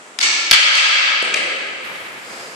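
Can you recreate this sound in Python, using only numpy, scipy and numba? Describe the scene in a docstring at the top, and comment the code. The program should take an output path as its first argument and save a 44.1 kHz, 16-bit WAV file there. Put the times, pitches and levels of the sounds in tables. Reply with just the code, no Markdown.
"""Faint room air, then a light double clack: two people spar with thin wooden sticks in a bare, echoing
training room. Each hit rings both sticks and snaps with noise. One very hard crack with a low thump
follows, then two glancing touches, a stamping step on a hollow-sounding floor and a last knock; sleeves
rustle and a shoe slides, both friction hiss. The hard crack overloads the gain control, whose slow
recovery holds the long echo level before letting it die."""
import sys
import numpy as np
from scipy import signal
from scipy.fft import rfft, irfft
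from scipy.io import wavfile
from scipy.ndimage import uniform_filter1d
from numba import njit

SR = 44100
rng = np.random.default_rng(int(sys.argv[2]) if len(sys.argv) > 2 else 0)


def dump(signal):
    """Clip the signal to [-1, 1] and save it as 16-bit WAV at the path in sys.argv[1]."""
    limited = np.clip(np.atleast_2d(signal).T, -1, 1)
    pcm = np.round(limited * 32767).astype(np.int16)
    wavfile.write(sys.argv[1], SR, pcm)


N = 112454
HZ = np.fft.rfftfreq(N, 1 / SR)
T = np.arange(N) / SR

# stick hits (time [s], level [dB], first stick [dB], second stick [dB], crack [dB], reverb send [dB],
# boost frequency [Hz], boost [dB], left over right [dB])
STICK_HITS = [(.1878, -20.5, -3, -13, 10, 7, 5040, 5.5, 5), (0.1899, -21.5, 1.5, -11, 7, 7, 3500, 6.5, 4),
              (0.2117, -17, -2, -11.5, 3, 16.5, 6800, 8, 3),
              (.5113, 8.5, -13, -16.5, 1.5, 1.5, 4620, 6, 3.5),
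              (0.5156, 4.5, -17, 0.5, -1.5, 8, 3600, 2, .5), (.718, -19.5, -27, -6, 3, 14, 4340, 12, -2),
              (.753, -11.5, -10, -1.5, 3.5, 8, 7650, 9.5, -5),
              (1.3409, -12.5, -13, -11, -5.5, -12, 6800, 14.5, 2),
              (1.3434, -11, -10, -4.5, -5.5, 6, 1990, 5.5, 5)]
# bending modes of each stick and of the floor (frequency [Hz], level [dB], t60 [s])
FIRST_STICK_MODES = [(332, -26, 0.053), (950, -22, 0.017), (1364, -10, 0.024), (1730, -7, 0.024),
                     (2206, -9.5, 0.044), (2740, -10.5, 0.027), (3416, -4, 0.012), (3860, -11, 0.024),
                     (4360, -14.5, 0.022), (5060, -5, 0.021), (5785, -6, 0.013), (7210, -21, 0.041)]
SECOND_STICK_MODES = [(569, -26.5, 0.041), (1261, -9.5, 0.026), (1622, -7.5, 0.022), (1994, -7, 0.016),
                      (2288, -3.5, 0.016), (2680, -6, 0.023), (3018, -5, 0.021), (3284, -6, .02),
                      (3580, -7.5, .017), (3898, -10, .018), (4243, -8.5, 0.015), (4715, -4, 0.017),
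                      (5630, -20, 0.0076)]
FLOOR_MODES = [(404, -7, 0.034), (510, -5, 0.029), (652, -8.5, 0.018)]
# short rings at the struck spot
# (time [s], frequency [Hz], level [dB], t60 [s], reverb send [dB], left over right [dB])
WOOD_PINGS = [(0.2123, 4513, -6, 0.019, 4, 5), (1.3427, 2420, -4, 0.025, -9, 2)]
# dull thumps under the hard crack and its echo (time [s], level [dB])
THUMP_HITS = [(0.51, -30), (.531, -26.5)]
# footfalls (time [s], level [dB], reverb send [dB])
FOOTFALLS = [(1.225, -18, 4), (1.343, -22.5, 11.5)]
# rubbing strokes (start [s], rise [s], hold [s], time to fade 10 dB [s], level [dB])
SLEEVE_STROKES = [(1.82, 0.025, 0.23, 0.41, -33.5)]
SHOE_STROKES = [(2.18, 0.15, 0.084, 0.36, -33)]
# tone colour of each noise layer (frequency [Hz], level [dB])
AIR_EQ = [(25, -24), (60, -31), (105, -12), (220, 1.5), (490, 1.5), (1400, 3.5), (2400, 0), (4200, -9),
          (5600, -9.5), (7800, -4.5), (9500, -13), (13500, -34.5), (15500, -39)]
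CRACK_EQ = [(50, -46), (130, -24), (300, -12.5), (500, -7), (950, 1), (1400, -1.5), (2600, 5), (4800, 5),
            (6000, 3.5), (8000, -2), (9500, -3.5), (13000, -16.5), (16000, -50)]
REVERB_EQ = [(100, -2.5), (500, -0.5), (1000, 1), (2500, 5), (4500, 0.5), (8000, 2), (10000, -1.5),
             (14000, -47)]
THUMP_EQ = [(20, 7), (60, -0.5), (150, -5), (300, -5.5), (500, -24), (1200, -49)]
SOLE_EQ = [(40, -41), (110, -19), (250, -12), (400, -4.5), (520, -2.5), (660, -6), (900, -16),
           (2500, -12.5), (5000, -38), (8000, -15.5), (11000, -26.5), (15000, -57)]
CLOTH_EQ = [(40, -42), (100, 0), (500, 0.5), (2000, 11.5), (5000, -4.5), (7800, -18), (9500, -9),
            (14000, -15.5), (16000, -32)]
SLIDE_EQ = [(50, -26), (110, -5), (250, 0.5), (520, 8.5), (850, 2.5), (1300, 6.5), (2400, 1), (3200, -4),
            (4500, -2.5), (5000, 4), (5500, -6.5), (7800, -4), (9200, -11), (12000, -15), (15000, -54)]
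# the room's decay (frequency [Hz], t60 [s])
REVERB_DECAY = [(100, 3.1), (500, 2.8), (1300, 2.61), (2500, 2.31), (4500, 1.77), (8000, 1.146),
                (13000, 0.11)]
# likeness of left and right in the diffuse field (frequency [Hz], correlation [-1..1])
STEREO_CORRELATION = [(60, 0.42), (250, 0.75), (550, 1), (1000, 0.22), (1500, -0.33), (2800, 0.11),
                      (5000, 0.18), (10000, 0.001)]
# early reflections off walls and ceiling (delay [s], level against the tail [dB])
REFLECTIONS = [(0.014, -20), (0.016, -14), (0.0237, -13), (0.031, -17.5), (.045, -24)]


def amp(db):
    """Decibels to gain."""
    return 10 ** (np.asarray(db) / 20)


def curve(points, hz):
    """A table read along a log-frequency axis."""
    frequency, value = np.transpose(points)
    return np.interp(np.log(hz + 1), np.log(frequency + 1), value)


def add(mix, start, sound):
    """Lays a sound into the stereo mix, start in seconds."""
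    part = mix[:, round(start * SR):][:, :sound.shape[1]]
    part += sound[:, :part.shape[1]]


def diffuse_noise(eq):
    """Coloured noise of rms 1 with the stereo width of a diffuse field."""
    mid, side = rfft(rng.standard_normal((2, N)))
    likeness = np.clip(curve(STEREO_CORRELATION, HZ), -.99, .99)
    mid, side = mid * np.sqrt(1 + likeness), side * np.sqrt(1 - likeness)
    noise = irfft(np.array([mid + side, mid - side]) * amp(curve(eq, HZ)), N)
    return noise / noise.std()


def burst(eq, t60, t):
    """A dying noise burst, evened out so that its spectrum follows the EQ curve."""
    fade = amp(-60 * t / t60)
    noise = rng.standard_normal((2, len(t))) * fade
    noise = noise + 0.348 * noise[::-1]  # crossfeed narrows the image
    colour = amp(curve(eq, np.fft.rfftfreq(len(t), 1 / SR)))
    for _ in range(6):  # impose the colour, then tighten the tail
        spectrum = rfft(noise)
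        noise = irfft(spectrum / abs(spectrum) * colour, len(t)) / (1 + (t / t60) ** 4)
    return noise * np.sqrt(np.sum(fade ** 2) / np.mean(np.sum(noise ** 2, 1)))


def ring(modes, t, scatter_turns=0.11):
    """Quickly damped modes; neighbours swing in opposite senses, and phase scatter adds width."""
    hz, db, t60 = np.transpose(modes)[:, :, None]
    phase = np.arange(len(modes))[:, None] / 2 + scatter_turns * rng.standard_normal((2, len(modes), 1))
    return np.sum(amp(db - 60 * t / t60) * np.sin(2 * np.pi * (hz * t + phase)), axis=1)


def room_air(level_db=-40.5):
    """A steady, wide bed of air noise."""
    return amp(level_db) * diffuse_noise(AIR_EQ)


def sticks(attack_s=0.00083, crack_trim_db=-2.5, low_cut_hz=260):
    """Each hit rings both sticks under a splintery crack; the struck spot favours one register."""
    out, t = np.zeros((2, N)), T[:4096]
    for start, db, first_db, second_db, crack_db, send_db, boost_hz, boost_db, pan_db in STICK_HITS:
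        wood = amp(first_db) * ring(FIRST_STICK_MODES, t) + amp(second_db) * ring(SECOND_STICK_MODES, t)
        crack = amp(crack_trim_db + crack_db) * burst(CRACK_EQ, t60=0.013, t=t)
        clack = amp(db) * (wood + crack) * np.minimum(t / attack_s, 1)
        register = signal.lfilter(*signal.iirpeak(boost_hz, Q=3, fs=SR), clack)
        clack += (amp(boost_db) - 1) * register
        add(out, start, in_room(clack, send_db, pan_db))
    return signal.sosfilt(signal.butter(6, low_cut_hz, "high", fs=SR, output="sos"), out)


def in_room(sound, send_db, pan_db=0, predelay_s=0.0087, build_s=0.01):
    """Panned direct sound, early reflections and a long diffuse tail that loses its treble first."""
    hz, t, spectrum = signal.stft(diffuse_noise(REVERB_EQ), SR, nperseg=512)
    decay = amp(-60 * t / curve(REVERB_DECAY, hz)[:, None])
    response = signal.istft(spectrum * decay, SR, nperseg=512)[1][:, :N]
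    response *= np.clip((T - predelay_s) / build_s, 0, 1)
    lean_left_db = np.array([[.5], [-.5]])
    response *= amp(send_db + lean_left_db) / np.sqrt(np.sum(response ** 2) / 2)
    for delay, db in REFLECTIONS:
        for channel in response:
            arrival = delay + rng.uniform(-.0004, .0004)
            channel[round(arrival * SR)] += amp(db + send_db)
    response[:, 0] += amp(pan_db * np.array([.5, -.5]))  # direct path
    return signal.fftconvolve(sound, response, axes=1)[:, :N]


def pings(attack_s=0.00055):
    """A glancing contact rings one note of the wood, with a rounded attack."""
    out, t = np.zeros((2, N)), T[:4096]
    for start, hz, db, t60, send_db, pan_db in WOOD_PINGS:
        ping = ring([(hz, db, t60)], t) * np.minimum(t / attack_s, 1)
        add(out, start, in_room(ping, send_db, pan_db))
    return out


def thumps():
    """Short, low mono thumps give the hard crack its weight."""
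    out = np.zeros((2, N))
    for start, db in THUMP_HITS:
        add(out, start, amp(db) * burst(THUMP_EQ, t60=0.055, t=T[:8192])[:1])
    return out


def feet(knock_attack_s=0.0024, low_cut_hz=170):
    """Soles slap down in a lunge and the floor answers with a hollow knock."""
    out, t = np.zeros((2, N)), T[:4096]
    for start, db, send_db in FOOTFALLS:
        knock = ring(FLOOR_MODES, t) * np.minimum(t / knock_attack_s, 1)
        slap = burst(SOLE_EQ, t60=0.02, t=t)
        add(out, start, in_room(amp(db) * (slap + knock), send_db))
    return signal.sosfilt(signal.butter(2, low_cut_hz, "high", fs=SR, output="sos"), out)


def friction(strokes, eq, roughness_db):
    """Diffuse rubbing hiss that swells, holds and fades, roughened by uneven grip."""
    envelope = np.zeros(N)
    for start, rise, hold, fade, db in strokes:
        fade_db = 10 * np.maximum(T - start - rise - hold, 0) / fade
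        envelope += amp(db - fade_db) * np.clip((T - start) / rise, 0, 1)
    grip = uniform_filter1d(rng.standard_normal(N), size=700)
    return diffuse_noise(eq) * envelope * amp(roughness_db * grip / grip.std())


def sleeves():
    """Cloth rubs in a grainy rustle."""
    return friction(SLEEVE_STROKES, CLOTH_EQ, roughness_db=1.4)


def shoe_slide():
    """A sole drags over the floor with a smoother hiss."""
    return friction(SHOE_STROKES, SLIDE_EQ, roughness_db=0.6)


def scene():
    """Sticks, feet and clothes over the bed of room air."""
    return sticks() + pings() + thumps() + feet() + sleeves() + shoe_slide() + room_air()


@njit
def gain_reduction(over_db, attack_s, recovery_db_per_s):
    """Gain reduction in dB: it grabs an overload quickly and lets go at a steady rate."""
    out, cut_db = np.zeros(len(over_db)), 0.
    for i in range(len(over_db)):
        if over_db[i] > cut_db:
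            cut_db += (over_db[i] - cut_db) / (attack_s * SR)
        else:
            cut_db = max(cut_db - recovery_db_per_s / SR, 0.)
        out[i] = cut_db
    return out


def record(dry, threshold_db=-11, low_cut_hz=43, high_cut_hz=15600):
    """Gain control ducks the hard crack, what slips through clips, and filters trim both ends."""
    power = signal.lfilter(np.ones(128) / 128, [1], (dry ** 2).mean(0))
    over_db = np.maximum(10 * np.log10(power + 1e-12) - threshold_db, 0)
    ducked = dry / amp(gain_reduction(over_db, attack_s=0.022, recovery_db_per_s=22))
    clipped = np.clip(ducked, -.93, .93)
    trimmed = signal.lfilter(*signal.butter(1, low_cut_hz, "high", fs=SR), clipped)
    high_cut = signal.firwin(255, high_cut_hz, window=("kaiser", 8), fs=SR)
    return signal.oaconvolve(trimmed, high_cut[None], "same")


dry = scene()
out = record(dry)
dump(out)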